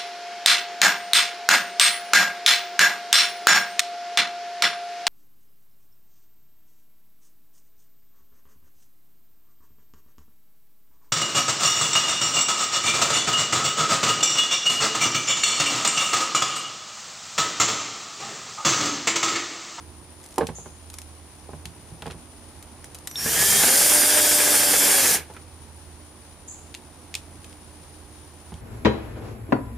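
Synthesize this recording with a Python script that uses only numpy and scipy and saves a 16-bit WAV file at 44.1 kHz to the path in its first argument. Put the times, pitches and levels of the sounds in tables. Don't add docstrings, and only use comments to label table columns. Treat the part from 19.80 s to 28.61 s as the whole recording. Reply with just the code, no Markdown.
import sys
import numpy as np
from scipy import signal
from scipy.fft import rfft, irfft
from scipy.io import wavfile
from scipy.ndimage import uniform_filter1d

SR = 44100
rng = np.random.default_rng(int(sys.argv[2]) if len(sys.argv) > 2 else 0)


def transcribe(u):
    v = np.clip(np.atleast_2d(u).T, -1, 1)
    q = np.round(v * 32767).astype(np.int16)
    wavfile.write(sys.argv[1], SR, q)


N = 388521
T = np.arange(N) / SR
HIT = SR // 2

# frequency_hz, relative_level_db
GEAR_OUTLINE = [(1500, -37), (3000, -16.5), (4300, -11), (5200, -6.5), (7000, -5.5), (8500, -8.5),
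                (9800, -3.5), (10700, -9), (13800, -8.5), (14700, -18.5)]
# frequency_hz, relative_level_db
WOOD_OUTLINE = [(60, -45), (160, -3), (280, -2), (420, 3.5), (600, -1), (780, 3), (1000, -2.5),
                (1450, -0.5), (1630, 6), (1850, 0.5), (2250, 1.5), (2900, -3.5), (5000, -10.5),
                (12000, -48)]
# frequency_hz, relative_level_db
RUMBLE_OUTLINE = [(40, -22.5), (80, 4), (115, -9), (165, 5.5), (215, -18), (500, -33)]
# time_s, gear_rattle_db, grinding_db (both before small trims)
WOOD_LOAD = [(3.5, -20.5, -30), (3.7, -17.5, -28.5), (3.95, -18, -26.5), (4.68, -20.5, -27),
             (4.755, -18.5, -25.5), (4.865, -22.5, -27.5), (4.92, -19.5, -25.5), (5.26, -18, -25.5),
             (5.35, -19, -26)]
# cycles_per_shaft_turn, depth_db
GEAR_MESH = [(1, -0.34), (2, -1), (3, 1.23), (4, -1.5), (5, 1.9)]
ENGAGED_HZ = 196
GEAR_DB_PER_OCTAVE, GRIND_DB_PER_OCTAVE = 10.5, 9.5
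UNLOAD_DB_PER_S = 230
WHINE_DB, WHINE_DB_PER_OCTAVE, WHINE_SEAT_DB_PER_S = -29.8, 10.5, 20
RUMBLE_DB, RUMBLE_DB_PER_OCTAVE = -38.5, -27


def drill():
    hz = shaft_speed() * (1 + 0.0005 * walk(50))
    turn = 2 * np.pi * np.cumsum(hz) / SR
    octaves = np.log2(hz / ENGAGED_HZ)
    below, above = np.minimum(octaves, 0), np.maximum(octaves, 0)
    unload_db = UNLOAD_DB_PER_S * since(RELEASE_S)
    gear_db = curve(WOOD_LOAD) + GEAR_DB_PER_OCTAVE * below - unload_db
    grind_db = curve(WOOD_LOAD, axis=2) + GRIND_DB_PER_OCTAVE * below
    whine_db = WHINE_DB + WHINE_DB_PER_OCTAVE * octaves + GEAR_DB_PER_OCTAVE * below
    whine_db = whine_db - WHINE_SEAT_DB_PER_S * since(SEAT_S) - unload_db
    rumble_db = RUMBLE_DB + GRIND_DB_PER_OCTAVE * below + RUMBLE_DB_PER_OCTAVE * above
    bite_db = sum(db * np.cos(k * turn) for k, db in GEAR_MESH) + 0.54 * walk(70)
    teeth = undb(bite_db + 0.37 * walk(4000))
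    rattle = gear_case(noise(side_db=-12.5) * teeth)
    gears = unit(colour(rattle, GEAR_OUTLINE)) * undb(gear_db + 1.0)
    fibres = undb(1.8 * walk(45) + 2.6 * walk(700))
    grind = unit(colour(noise(side_db=-23) * fibres, WOOD_OUTLINE)) * undb(grind_db - 0.06)
    rumble = unit(colour(noise(side_db=-12), RUMBLE_OUTLINE)) * undb(rumble_db)
    return gears + (grind + rumble) * pan(db=-3.5) + whine(hz, turn) * undb(whine_db)


# start_s, speed_gain_hz, spin_up_time_constant_s
TRIGGER_SQUEEZES = [(3.33, 206, .115), (3.812, 94.7, .095)]
DRAG_S, SAG_HZ_PER_S = 4.45, 22.5
SEAT_S, SEAT_HZ_PER_S2 = 5.08, 800
RELEASE_S, BRAKE_S = 5.35, 0.057


def shaft_speed():
    free = sum(hz * (1 - np.exp(-since(s) / lag)) for s, hz, lag in TRIGGER_SQUEEZES)
    sag = SAG_HZ_PER_S * since(DRAG_S) + SEAT_HZ_PER_S2 * since(SEAT_S) ** 2
    return np.maximum((free - sag) * np.exp(-since(RELEASE_S) / BRAKE_S), 1e-3)


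# multiple_of_shaft_speed, relative_level_db
TONE_ORDERS = [(1, -14), (2, -10), (3, -22), (5, -29), (5.4, -29.5), (7, -26), (9, -20), (10, -23),
               (11, -20.5), (12, -15), (15, -19.5), (16, -11.5), (17, -15), (18, -12.5), (19, -13.5),
               (20, -17.5), (22, -17.5), (23, -15), (25, -17.5), (26, -12.5), (27, -10.5), (28, -19.5),
               (29, -16), (30, -22.5), (31, -11), (32, -22), (33, -17.5), (34, -13), (35, -18.5), (36, -14),
               (38, -13.5), (39, -18), (41, -12), (43, -9.5), (44, -14), (45, -8), (50, -11)]
# centre_hz, width_hz, lift_of_tones_db, lift_of_rattle_db (before its swell)
CASE_MODES = [(1740, 200, 21, -6), (3230, 260, 5, -12), (7450, 250, -4, -5), (9330, 600, 11.5, -4),
              (11350, 300, -8, -7), (12350, 300, -3, -1)]
TONES_TOP_HZ = 14000
CASE_SWELL_DB = 1.5


def whine(hz, turn):
    out, running = np.zeros((2, N)), hz > 1
    hz, turn, size = hz[running], turn[running], running.sum()
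    tones = 0
    for k, db in TONE_ORDERS:
        case = 1 + sum(undb(lift_db) / (1 + (2 * (k * hz - centre) / width) ** 2)
                       for centre, width, lift_db, _ in CASE_MODES)
        muffle = 1 / (1 + (k * hz / TONES_TOP_HZ) ** 10)
        lag = rng.uniform(0, 2 * np.pi) + rng.uniform(-0.45, 0.22) * np.array([[1], [-1]])
        flutter_db = 3.0 * walk(35, size=size)
        play = 0.2 * walk(90, size=size)
        tones = tones + undb(db + flutter_db) * case * muffle * np.sin(k * turn + play + lag)
    out[:, running] = tones
    return out


def gear_case(rattle):
    out = rattle
    for hz, width, _, db in CASE_MODES:
        b, a = signal.iirpeak(hz, hz / width, fs=SR)
        out = out + signal.lfilter(b, a, rattle) * undb(db + CASE_SWELL_DB * walk(16))
    return out


# start_s, length_s, pitch_hz, glide_hz_per_s, level_db, fade_db_per_s
CONTROL_WHISTLES = [(3.291, .077, 5950, -3800, -45, 0), (3.36, .26, 5490, 1591, -28, 57)]
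WHISTLE_OCTAVE_DB = -46


def speed_control():
    out = np.zeros((2, N))
    for s, length, hz, glide, db, fall in CONTROL_WHISTLES:
        pitch = (hz + glide * since(s)) * (1 + 0.0053 * walk(400))
        phase = 2 * np.pi * np.cumsum(pitch) / SR
        gate = np.interp(T - s, [0, .006, length, length + .006], [0, 1, 1, 0])
        out += gate * (undb(db - fall * since(s)) * np.sin(phase) + undb(WHISTLE_OCTAVE_DB) * np.sin(2 * phase))
    add(out, 3.357, undb(-22.5) * ring([(3700, 0, 0.028)]))
    return out


# start_s, level_db, and relative to it plate_db, crack_db, thud_db (before trims)
BLOCK_KNOCKS = [(0.580, -9.5, -25, -31, -36), (0.6094, -15.5, 1.5, -25, -19), (0.619, -25, 2, -25, -15),
                (0.632, -26.5, 7, -24, -7), (0.688, -25, -4, -21, -6.5), (0.784, -35, -6, -31, -5.5),
                (0.859, -31.5, -11, -21.5, -10.5), (1.691, -30, -17, -40, -12.5),
                (1.733, -29.5, -4.5, -26, -8), (1.853, -39, -10, -21, 2), (2.117, -43.5, -6, -30, 7),
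                (2.222, -33.5, -9, -12, -7), (2.258, -28, -4, -15, -9), (2.271, -28, -3, -18, -12),
                (2.301, -35, -12, -11, -3), (2.318, -40, -5, -12, -8), (2.346, -40, -6, -28, 1),
                (3.46, -26, 6, -32, -12), (5.5, -35, -13, -22, -27), (5.547, -46, -3, -5.5, -24),
                (5.566, -43.5, -8, -3.5, -23), (8.72, -37, -3, -18, 4)]
# frequency_hz, relative_level_db, t60_s
BLOCK_MODES = [(378.4, -0.5, 0.093), (640, -1, 0.014), (824, 0, 0.048), (1013, -8, 0.07),
               (1230, -17, 0.065), (1410, -14.5, 0.045), (1920, -23, 0.046)]
# frequency_hz, relative_level_db, t60_s
PLATE_MODES = [(241, -1, 0.12), (452.4, -0.5, 0.15), (583, -3, 0.073), (1097, -6, 0.067), (1590, -6, 0.037),
               (1780, -15, 0.034)]
# frequency_hz, relative_level_db, t60_s
BENCH_MODES = [(64, -10, 0.45), (81.7, -6.5, 0.4), (112.6, -8, 0.27), (162.3, -0.5, 0.19),
               (218.4, -5.5, 0.089)]


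def knocks():
    clatter_outline = [(100, -12.0), (300, -0.5), (900, -2.0), (1500, -30.0), (4000, -34.0), (10000, -67)]
    crack_outline = [(500, -13), (1300, 11), (2300, 7.5), (4000, -4.5), (12000, -38)]
    out = np.zeros((2, N))
    for s, db, plate_db, crack_db, thud_db in BLOCK_KNOCKS:
        clatter = colour(noise(side_db=-26.0, size=HIT) * fade(0.11), clatter_outline)
        crack = colour(noise(side_db=-14.0, size=HIT) * fade(0.071), crack_outline)
        body = peak(ring(BLOCK_MODES)) + undb(plate_db) * peak(ring(PLATE_MODES)) + undb(-2.5) * peak(clatter)
        thud = peak(ring(BENCH_MODES) * (1 - fade(0.039)))
        blow = body + undb(crack_db + 14.0) * peak(crack) + undb(thud_db + 5) * thud
        add(out, s, undb(db - 1.5) * blow)
    return out * pan(db=-3.5)


# start_s, level_db (before a gain)
HARD_TICKS = [(0.4006, -39), (0.4385, -35), (0.461, -38), (0.4879, -37), (0.5413, -37), (0.559, -32),
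              (0.582, -18), (0.6788, -33), (1.1007, -27.5), (1.14, -27.5), (1.1854, -23), (1.217, -29),
              (1.8547, -29), (2.8265, -32), (3.043, -28), (3.1466, -28.5), (3.152, -28), (3.1865, -32.5),
              (3.273, -17), (3.2765, -30), (3.3125, -26), (5.537, -38), (5.565, -39)]
# frequency_hz, relative_level_db
TICK_OUTLINE = [(300, -14), (1000, -3), (2500, -2.5), (5000, -1.5), (8500, 1), (11000, -0.5), (14000, -11),
                (16000, -21)]


def ticks():
    events = list(HARD_TICKS) + fiddling()
    return snaps(events, TICK_OUTLINE, t60=0.021, tail_db=-16, tail_t60=0.043, gain_db=1.0)


# start_s, end_s, typical_level_db (before the gain of the ticks)
FIDDLING_SPELLS = [(0.329, 0.555, -42), (1.1, 1.2, -39)]
FIDDLE_PER_S, FIDDLE_SPREAD_DB = 45, 3


def fiddling():
    events = []
    for start, end, db in FIDDLING_SPELLS:
        for _ in range(int((end - start) * FIDDLE_PER_S)):
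            events.append((rng.uniform(start, end), db + FIDDLE_SPREAD_DB * rng.standard_normal()))
    return events


# start_s, level_db (before a gain)
DRILL_CLICKS = [(0.6694, -20), (1.8555, -22), (2.222, -25.5), (2.266, -28), (2.279, -29), (2.3098, -26.5),
                (2.32, -30), (6.9424, -22), (6.949, -18), (7.3412, -18.5), (7.3517, -13), (7.644, -29),
                (7.728, -35), (8.74, -33)]
# frequency_hz, relative_level_db
PLASTIC_OUTLINE = [(400, -5), (1500, 1), (2500, 14), (3600, 13), (5000, 8), (6500, 8), (9000, 7),
                   (12000, -5), (15000, -8)]


def clicks():
    return snaps(DRILL_CLICKS, PLASTIC_OUTLINE, t60=0.014, tail_db=-23, tail_t60=0.14, gain_db=-0.5)


def snaps(events, outline, t60, tail_db, tail_t60, gain_db):
    out = np.zeros((2, N))
    for s, db in events:
        burst = noise(side_db=-8.5, size=HIT) * (fade(t60) + undb(tail_db) * fade(tail_t60))
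        add(out, s, undb(db + gain_db) * peak(colour(burst, outline)))
    return out


# start_s, level_db, centre_hz
INSECT_RASPS = [(0.745, -42.5, 6840), (6.675, -40, 7100)]
RASP_ATTACK_S, RASP_HOLD_S, RASP_FADE_DB_PER_S = 0.0093, 0.039, 113


def insects():
    out = np.zeros((2, N))
    for s, db, hz in INSECT_RASPS:
        band = [(hz * 0.76, -50), (hz * 0.89, -4), (hz, 0), (hz * 1.1, -3), (hz * 1.18, -50)]
        swell = np.minimum(since(s) / RASP_ATTACK_S, 1) * undb(-RASP_FADE_DB_PER_S * since(s + RASP_HOLD_S))
        out += unit(colour(noise(side_db=-0.5), band)) * swell * undb(db + 1.6 * walk(200))
    return out


# frequency_hz, relative_level_db
HIGH_WHINE_OUTLINE = [(6000, -16.5), (8400, -21.5), (8900, -12), (9450, -6), (9750, -2), (10050, -14),
                      (10500, -27)]
HIGH_WHINE_DB, PULSE_HZ, PULSE_DEPTH_DB = -51.2, 65.1, 1


def electronic_whine():
    pulses = undb(PULSE_DEPTH_DB * np.cos(2 * np.pi * PULSE_HZ * T))
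    band = unit(colour(noise(side_db=0.0) * pulses, HIGH_WHINE_OUTLINE))
    return band * undb(HIGH_WHINE_DB + 1.0 * walk(60) + .5 * walk(2.1)) * pan(db=3.5)


# frequency_hz, relative_level_db
ROOM_OUTLINE = [(20, -22), (45, -2.5), (75, -0.5), (110, -3), (190, -7.5), (310, -7), (480, -12),
                (700, -13), (900, -12), (1300, -19), (3000, -28), (4500, -32.5), (7000, -34.5),
                (11500, -35), (14000, -42), (15500, -56)]
# pitch_hz, level_db
MAINS_TONES = [(241, -63), (301, -58), (360.5, -62.5)]
ROOM_DB, HUM_HZ, HUM_DB = -49.3, 80.7, -48.5


def background():
    air = unit(colour(noise(side_db=-13.5), ROOM_OUTLINE)) * undb(ROOM_DB + 0.8 * walk(1.39))
    hum_phase = 2 * np.pi * np.cumsum(HUM_HZ + 1.5 * walk(10)) / SR
    hum = np.sin(hum_phase) * undb(HUM_DB + 2.5 * walk(3.99))
    buzz = sum(np.sin(2 * np.pi * hz * T + 0.63 * walk(8)) * undb(db + 2 * walk(4.5)) for hz, db in MAINS_TONES)
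    return (air + buzz + hum) * pan(db=-5.5)


def workshop(x, wet_db, t60):
    late = T[:HIT] > .004
    tail = colour(rng.standard_normal((2, HIT)) * fade(t60) * late, [(100, -3), (3000, 1.0), (14000, 3.5)])
    tail /= np.sqrt(np.sum(tail ** 2) / 2)
    return x + undb(wet_db) * signal.fftconvolve(x, tail, axes=1)[:, :N]


def undb(db):
    return 10 ** (np.asarray(db) / 20)


def unit(x):
    return x / np.sqrt(np.mean(x ** 2))


def peak(x):
    return x / np.abs(x).max()


def since(s):
    return np.maximum(T - s, 0)


def curve(rows, axis=1):
    rows = np.array(rows)
    return np.interp(T, rows[:, 0], rows[:, axis])


def walk(rate, size=N):
    k = max(int(SR / rate), 1)
    steps = np.repeat(rng.standard_normal(size // k + 1), k)
    return 1.15 * uniform_filter1d(uniform_filter1d(steps, k), k)[:size]


def colour(x, points):
    hz, db = np.transpose(points)
    size = 4096
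    grid = np.maximum(np.fft.rfftfreq(size, 1 / SR), 1)
    cepstrum = irfft(np.log(undb(np.interp(np.log(grid), np.log(hz), db))))
    cepstrum[1:size // 2] *= 2
    cepstrum[size // 2 + 1:] = 0
    response = irfft(np.exp(rfft(cepstrum)))[:size // 2]
    return signal.fftconvolve(x, response[None], axes=1)[:, :x.shape[1]]


def noise(side_db, size=N):
    mid, side = rng.standard_normal((2, size))
    return unit(mid + undb(side_db) * np.array([side, -side]))


def pan(db):
    return undb(np.array([[db], [-db]]) / 2)


def fade(t60):
    return undb(-60 * T[:HIT] / t60)


def ring(modes):
    chance = rng.standard_normal((len(modes), 2))
    out = 0
    for (hz, db, t60), (a, b) in zip(modes, chance):
        gain = rng.choice([-1, 1]) * undb(db + 2 * a)
        out = out + gain * fade(t60) * np.sin(2 * np.pi * hz * (1 + 0.021 * b) * T[:HIT])
    return out


def add(out, s, sound):
    i = int(s * SR)
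    out[:, i:i + sound.shape[-1]] += sound[..., :N - i]


def scene():
    near = drill() + speed_control() + knocks() + clicks() + ticks()
    far = insects() + electronic_whine() + background()
    return workshop(near, wet_db=-10.0, t60=0.18) + far


TOP_HZ = 15500


def record(dry):
    low_pass = signal.ellip(10, .2, 80, TOP_HZ, fs=SR, output="sos")
    return signal.sosfilt(low_pass, dry, axis=-1)


dry = scene()
out = record(dry)
transcribe(out)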